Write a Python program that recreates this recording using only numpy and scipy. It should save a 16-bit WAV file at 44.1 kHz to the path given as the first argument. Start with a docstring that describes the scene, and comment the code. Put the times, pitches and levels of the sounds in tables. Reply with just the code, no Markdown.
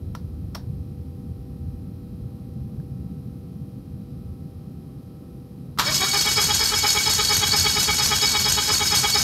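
"""A low rumble with a faint hum and a few light clicks, in an open garage where a small aircraft engine
stands. Then the starter pinion slams in and cranks engine and propeller without a firing.
The gears slow and groan on every compression, rattle loose in between,
and keep the steel ring gear ringing."""
import sys
import numpy as np
from scipy import signal
from scipy.fft import rfft, irfft
from scipy.io import wavfile
from scipy.ndimage import uniform_filter1d

SR = 44100
rng = np.random.default_rng(int(sys.argv[2]) if len(sys.argv) > 2 else 0)


def dump_mix(stems):
    """Bounce the given channels to the path in sys.argv[1] as a 16-bit WAV at rate SR."""
    frames = np.atleast_2d(stems).T  # one column per channel
    limited = np.clip(frames, -1, 1)  # hard clip at full scale
    pcm = np.round(limited * 32767).astype(np.int16)
    wavfile.write(sys.argv[1], SR, pcm)


N = 407043
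T = np.arange(N) / SR


def undb(db):
    """Decibels to gain."""
    return 10 ** (np.asarray(db) / 20)


def unit(x):
    """Scale to rms 1 over the time in which it sounds."""
    sounding = np.abs(x) > np.abs(x).max() * 1e-4
    return x / np.sqrt(np.mean(x[sounding] ** 2))


def curves(table):
    """Table columns interpolated over time."""
    time_s, *columns = np.transpose(table)
    return [np.interp(T, time_s, column) for column in columns]


def walk(rate_hz):
    """Smooth random wander, rms 1."""
    hold = int(SR / rate_hz)
    steps = np.repeat(rng.standard_normal(N // hold + 1), hold)
    return unit(uniform_filter1d(steps, hold)[:N])


def colour(x, points, size=8192):
    """Minimum-phase filter through (freq_hz, gain_db) points."""
    hz, db = np.transpose(points)
    bins_hz = np.maximum(np.arange(size // 2 + 1) * SR / size, 1)
    gain = undb(np.interp(np.log(bins_hz), np.log(hz), db))
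    cepstrum = irfft(np.log(gain))
    cepstrum[1:size // 2] *= 2
    cepstrum[size // 2 + 1:] = 0
    return signal.oaconvolve(x, irfft(np.exp(rfft(cepstrum))))[:len(x)]


def noise(points, envelope=1):
    """Enveloped, coloured noise, rms 1."""
    return unit(colour(rng.standard_normal(N) * envelope, points))


def ring(x, modes):
    """Parallel resonators; alternating signs keep the valleys smooth."""
    return sum((-1) ** k * undb(db) * signal.lfilter(*signal.iirpeak(hz, hz / width_hz, fs=SR), x)
               for k, (hz, width_hz, db) in enumerate(modes))


def fade(t, t60_s):
    """Decay by 60 dB in t60_s."""
    return np.exp(-np.log(1000) * t / t60_s)


# Rumble levels: time_s, deep_db, upper_db
RUMBLE_LEVELS = [(0.0, -32, -36), (0.8, -33.5, -38), (1.7, -36, -38), (2.3, -38, -37), (2.65, -35.5, -33.5),
                 (3.3, -41.5, -36.0), (4.2, -38, -36.5), (5.0, -44.5, -39.6), (6.0, -45, -38),
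                 (6.55, -37, -37.5), (7.05, -42, -41.5), (7.3, -34, -37.5), (8.1, -36, -35),
                 (8.8, -37.5, -39), (9.23, -36.5, -32.5)]
# Rumble band spectra: freq_hz, gain_db
DEEP_SPECTRUM = [(20, -29), (32, -21), (50, 0), (62, 3.5), (86, 9), (115, 1.5), (150, -15), (300, -42.5),
                 (1000, -81)]
UPPER_SPECTRUM = [(20, -62), (70, -35.5), (130, 1), (160, -3), (195, -4), (235, -12), (310, -26),
                  (450, -30.5), (1200, -71)]
def rumble():
    """Two low noise bands that flutter together."""
    deep_db, upper_db = curves(RUMBLE_LEVELS)
    flutter = undb(1.67 * walk(32))
    deep = undb(deep_db - .13) * noise(DEEP_SPECTRUM, flutter)
    upper = undb(upper_db - .25) * noise(UPPER_SPECTRUM, flutter)
    return deep + upper


# Hum tones: pitch_hz, level_db
HUM_TONES = [(485, -57.5), (523, -67.5), (786, -65.5), (1308, -75), (3190, -83.5), (3919, -80.5),
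             (4177, -82.5)]
def hum():
    """Thin tones, wavering in level and phase."""
    return sum(undb(db + 1.7 * walk(4.024)) * np.sqrt(2) * np.sin(2 * np.pi * hz * T + .35 * walk(20))
               for hz, db in HUM_TONES)


# Air spectrum: freq_hz, gain_db
AIR_SPECTRUM = [(100, 13), (220, 32), (260, 38.5), (300, 30.5), (370, 28.5), (450, 18.5), (650, 13.5),
                (900, 6.5), (1250, 7), (1500, -2), (2000, -6.5), (3000, -7.5), (4800, -4), (7300, -13),
                (9500, -6.5), (12000, -1), (16000, -14)]
def air(level_db=-45.5):
    """The steady hush of still air."""
    return undb(level_db) * noise(AIR_SPECTRUM)


# Buzz spectrum: freq_hz, gain_db
BUZZ_SPECTRUM = [(200, -32), (1100, -5), (1700, -1), (2600, 1.5), (3500, -6), (5000, 1), (7000, -13),
                 (16000, -25)]
def buzz(pitch_hz=43.3, level_db=-70.5):
    """A faint buzz: one rough cycle repeating at a wavering rate."""
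    phase = np.cumsum(pitch_hz * (1 + .001 * walk(1.5))) / SR % 1
    cycle = rng.standard_normal(1024)
    wave = cycle[(phase * len(cycle)).astype(int)]
    return undb(level_db) * unit(colour(wave, BUZZ_SPECTRUM))


def knocks(table, spectrum, t60_s, tail_db, tail_t60_s):
    """Short cracks, each with a ping and a brief room tail."""
    out, t = np.zeros(N), T[:SR // 2]
    envelope = fade(t, t60_s) + undb(tail_db) * fade(t, tail_t60_s)
    for start_s, gain_db, ping_hz, ping_db, ping_t60_s in table:
        crack = colour(rng.standard_normal(len(t)) * envelope, spectrum)
        ping = undb(ping_db) * np.sin(2 * np.pi * ping_hz * t) * fade(t, ping_t60_s)
        i = int(start_s * SR)
        out[i:i + len(t)] += 2 * undb(gain_db) * (crack + ping)
    return out


# Clicks: start_s, gain_db, ping_hz, ping_db, ping_t60_s
CLICK_HITS = [(.1505, -35.5, 1340, 0, 0.033), (.548, -36, 5530, -9, .13), (.55, -31.5, 5500, 1, .012),
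              (.5535, -33.5, 840, -17, 0.025), (2.8, -62, 1600, 6, .02)]
# Click spectrum: freq_hz, gain_db
CLICK_SPECTRUM = [(30, -36), (200, -4), (500, 5.5), (950, 10.5), (1700, 2), (2500, -8), (4000, 0),
                  (5600, 0), (6800, -14), (12000, -11.5), (16000, -15)]
def clicks():
    """Two light clicks, later a much fainter tick."""
    return knocks(CLICK_HITS, CLICK_SPECTRUM, t60_s=.018, tail_db=-13, tail_t60_s=.19)


# Solenoid and pinion impacts: start_s, gain_db, ping_hz, ping_db, ping_t60_s
PINION_HITS = [(5.7755, -44, 1295, 5, 0.042), (5.7865, -19, 1260, -5, 0.043),
               (5.795, -16, 1125, -31, 0.088), (5.803, -32, 1000, 2, 0.16)]
# Impact spectrum: freq_hz, gain_db
PINION_SPECTRUM = [(100, -2), (600, -7.5), (1100, 5), (1500, 2), (2400, -6), (4000, -0.5), (7000, -9),
                   (9500, -19), (12500, -11), (16000, -30)]
def pinion_slam():
    """The solenoid throws the pinion into the ring gear."""
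    return knocks(PINION_HITS, PINION_SPECTRUM, t60_s=.055, tail_db=-6.5, tail_t60_s=.42)


TURN_S = .23126  # one crank turn at full cranking speed
def compressions(beat_from_s=5.9248, limp_s=.002):
    """Two compressions a turn, every second one late; the first few are slower and heavier."""
    k = np.arange(int((T[-1] - beat_from_s) / TURN_S * 2) + 1)
    run_up, second = np.exp(-k / .85), k % 2
    times_s = beat_from_s + k * TURN_S / 2 + limp_s * second - .04 * run_up
    load_db = .6 + 3 * run_up
    chatter_db = np.where(second, 0, 4.7)
    return times_s, load_db, chatter_db


def strokes(delay_s, width_s, gain_db=0):
    """A smooth hump at each compression, wider while the crank is slow."""
    times_s = compressions()[0]
    slowness = np.gradient(times_s) / np.median(np.diff(times_s))
    grid_s = T[::50]
    humps = np.exp(-.5 * ((grid_s[:, None] - times_s - delay_s) / (width_s * slowness ** 2)) ** 2)
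    return np.interp(T, grid_s, np.sum(undb(gain_db) * humps, axis=1))


def teeth(tooth_phase, scatter_db):
    """One impact of random size each time a tooth meets."""
    hits = np.flatnonzero(np.diff(np.floor(tooth_phase)) > 0)
    out = np.zeros(N)
    out[hits] = undb(scatter_db * rng.uniform(-1.03, 1, len(hits)))
    return out / np.sqrt(np.mean(out[hits[0]:] ** 2))


def cylinder_puffs():
    """The cylinders push out a soft puff of air on each stroke."""
    return undb(-46) * noise(DEEP_SPECTRUM, strokes(delay_s=.00075, width_s=.0054))


# Gear whine: tooth_harmonic, gain_db
WHINE_HARMONICS = [(1, -8.5), (2, -2.5), (3, -5.5), (4, -33), (5, -15.5), (6, -26)]
def gear_groan(tooth_phase, load, speed):
    """The mesh groans under load; its third harmonic sings between strokes."""
    whine = sum(undb(db + 2.7 * walk(160)) * np.sin(2 * np.pi * k * tooth_phase)
                for k, db in WHINE_HARMONICS)
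    groan = undb(-26) * whine * (load + .024) * speed ** 3
    sing = undb(-32.5) * np.sin(2 * np.pi * 3 * tooth_phase) * strokes(delay_s=.042, width_s=.0052)
    return groan + sing


# Crankcase response: freq_hz, gain_db
CASE_SPECTRUM = [(150, -1), (400, 0.5), (600, -4.5), (850, -3), (1050, 8), (1300, 1.5), (1750, 8.5),
                 (2050, 3.5), (2400, 9.5), (2680, -15.5), (3600, -7), (5500, 1), (8000, -21), (16000, -54)]
# Starter mount bending modes: freq_hz, width_hz, gain_db
MOUNT_MODES = [(2251, 10, 0), (2525, 25, -19), (2975, 30, -11), (3309, 30, -3), (3810, 50, -12)]
def case_and_mount(tooth_phase, scrape, drive, load):
    """Loaded teeth strike and scrape, shaking the crankcase and bending the mount."""
    force = (teeth(tooth_phase, scatter_db=8) + 2.5 * scrape) * drive
    case = undb(-33.5) * unit(colour(force * (load + .16), CASE_SPECTRUM))
    mount = undb(-31) * unit(ring(force * drive * (load + .11), MOUNT_MODES))
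    return case + mount


# Rattle spectrum: freq_hz, gain_db
RATTLE_SPECTRUM = [(200, 0.5), (360, 4), (600, -6), (1000, -2), (1650, 0.5), (2050, -1), (2350, -0.5),
                   (2680, 0.5), (3300, 0.5), (4200, 5), (4780, -1.5), (5600, 7), (7000, -23), (8200, -9),
                   (11000, -13), (13000, -3.5), (15500, -17.5)]
# Modes of small steel parts: freq_hz, width_hz, gain_db
PART_MODES = [(5860, 100, 2), (6658, 85, 7.5), (6684, 29, 5.5), (7340, 43, -4), (7370, 50, 2.5),
              (7960, 52, -2), (8280, 60, -3.5), (8480, 30, -1.5), (8940, 76, -7.5), (9470, 33, -6),
              (9900, 45, -20), (10400, 250, -9), (11760, 156, -8), (13070, 82, -4.5), (13950, 84, -12.5)]
def backlash_rattle(tooth_phase, scrape, drive, stroke_db):
    """Past the top of each stroke the backlash opens and the teeth chatter."""
    unloaded = np.exp(-.7 * strokes(delay_s=.0038, width_s=.0059))
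    slack = unloaded * (.62 + strokes(delay_s=.047, width_s=.034, gain_db=stroke_db))
    bounce_phase = 1.4 * tooth_phase + .25 * walk(400) * (drive > 0)
    bounces = teeth(bounce_phase, scatter_db=1) + 1.8 * scrape
    # the same worn teeth come round on every turn
    wear_db = 2.2 * np.resize(walk(239.5)[:int(TURN_S * SR)], N)
    chatter = bounces * slack * drive ** 3 * undb(wear_db + 1.6 * walk(110))
    rattle = undb(-31.5) * unit(colour(chatter, RATTLE_SPECTRUM))
    return rattle + undb(-27.5) * unit(ring(chatter, PART_MODES))


# Ring gear modes: freq_hz, width_hz, gain_db
GEAR_MODES = [(2251, 11, -7), (2973, 30, -14), (3308, 26, -2), (3808, 32, -8), (3950, 40, -8),
              (4410, 50, -8), (4471, 34, 0), (5058, 16, 0), (5113, 18, 1), (5240, 110, -9), (5789, 24, -11),
              (5965, 70, -12), (6625, 55, -6), (6740, 100, -8)]
def ring_gear(tooth_phase, scrape, drive):
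    """Tooth blows keep the steel ringing; each mode wavers in level."""
    blows = (teeth(tooth_phase, scatter_db=8) + 1.6 * scrape) * drive
    ringing = sum(ring(blows, [mode]) * undb(2.5 * walk(80)) for mode in GEAR_MODES)
    return undb(-25) * unit(ringing)


# Clangs, timed from each turn's first compression: offset_s, pitch_hz, peak_db, swell_s, decay_s
TURN_CLANGS = [(-.021, 4471, -20.5, 0.0072, 0.0057), (-.006, 5113, -18.5, 0.0079, 0.0062),
               (.019, 5100, -22, 0.0052, 0.019), (.043, 4471, -22, 0.0073, .018),
               (.08, 6656, -26, 0.0082, 0.0042), (.112, 3808, -35, .008, 0.0036),
               (.12, 2251, -29.5, .003, 0.047), (.124, 3308, -23, 0.0066, 0.0094),
               (.158, 4471, -25.5, 0.0042, 0.004)]
def clangs(speed, spread_hz=73, detune_hz=18.6, others_db=-8.5, scatter_db=1.8):
    """At the same places in each turn the teeth fall in step with a ring gear mode, which swells."""
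    out, t = np.zeros(N + SR), np.arange(-SR // 25, SR // 10) / SR
    mode_hz, _, mode_db = np.transpose(GEAR_MODES)[:, :, None]
    turns_s = compressions()[0][::2]
    for offset_s, pitch_hz, peak_db, swell_s, decay_s in TURN_CLANGS:
        weight = np.exp(-((mode_hz - pitch_hz) / spread_hz) ** 2) + undb(mode_db + others_db)
        detuned_hz = mode_hz + detune_hz * rng.uniform(-.98, 1, mode_hz.shape)
        modes = weight * np.exp(2j * np.pi * detuned_hz * t)
        envelope = np.exp(np.minimum(t / swell_s, -t / decay_s))
        for turn_s in turns_s:
            phasors = np.exp(2j * np.pi * rng.random(mode_hz.shape))
            tone = unit(np.sum(phasors * modes, axis=0).real)
            i = int((turn_s + offset_s + t[0]) * SR)
            out[i:i + len(t)] += undb(peak_db + scatter_db * rng.standard_normal()) * tone * envelope
    return out[:N] * speed ** 2


# Starter run-up: time_s, free_running_tooth_hz, drive_db
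STARTER_RUN = [(5.785, 149.7, -60), (5.81, 240.3, -25), (5.85, 328.4, -1), (5.94, 442.4, 1),
               (6.04, 475.8, 1), (6.2, 505.7, 1.5), (6.5, 523.3, 1.5), (9.23, 519.8, 1.5)]
def starter(max_drag=.195):
    """The pinion drives the ring gear; each compression drags the motor to a labouring speed."""
    free_hz, drive_db = curves(STARTER_RUN)
    speed = free_hz / free_hz.max()
    drive = undb(drive_db) * (T > STARTER_RUN[0][0])
    times_s, load_db, chatter_db = compressions()
    uneven_db = .33 * rng.standard_normal(len(times_s))
    load = strokes(delay_s=.00015, width_s=.013, gain_db=load_db + uneven_db)
    resistance = 1.1 * strokes(delay_s=-.015, width_s=.02) + 2 * strokes(delay_s=.008, width_s=.012)
    tooth_hz = free_hz * (1 - max_drag * np.tanh(resistance)) * (1 + .023 * walk(400))
    tooth_phase = np.cumsum(tooth_hz * (drive > 0)) / SR
    groan = gear_groan(tooth_phase, load, speed) * drive
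    scrape = rng.standard_normal(N) * np.exp(-(tooth_phase % 1) / .32)
    body = case_and_mount(tooth_phase, scrape, drive, load)
    rattle = backlash_rattle(tooth_phase, scrape, drive, chatter_db + uneven_db)
    ringing = ring_gear(tooth_phase, scrape, drive)
    return groan + body + rattle + ringing + cylinder_puffs() + clangs(speed)


def garage(x, t60_s, wet_db):
    """Dense reflections from floor, walls and fuselage."""
    t = T[:SR // 2]
    echo = rng.standard_normal(len(t)) * fade(t, t60_s) * (t > .004)
    return x + undb(wet_db) * signal.oaconvolve(x, echo / np.linalg.norm(echo))[:N]


def scene():
    """All sources at one microphone."""
    impacts = clicks() + pinion_slam()
    background = rumble() + hum() + air() + buzz()
    mono = background + impacts + garage(starter(), t60_s=.39, wet_db=-9)
    return np.array([mono, mono])


def record(dry):
    """Cut the deepest bass and the top."""
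    low_cut = signal.butter(4, 38, "highpass", fs=SR, output="sos")
    high_cut = signal.ellip(10, .2, 70, 15650, fs=SR, output="sos")
    return signal.sosfilt(high_cut, signal.sosfilt(low_cut, dry))


dry = scene()
out = record(dry)
dump_mix(out)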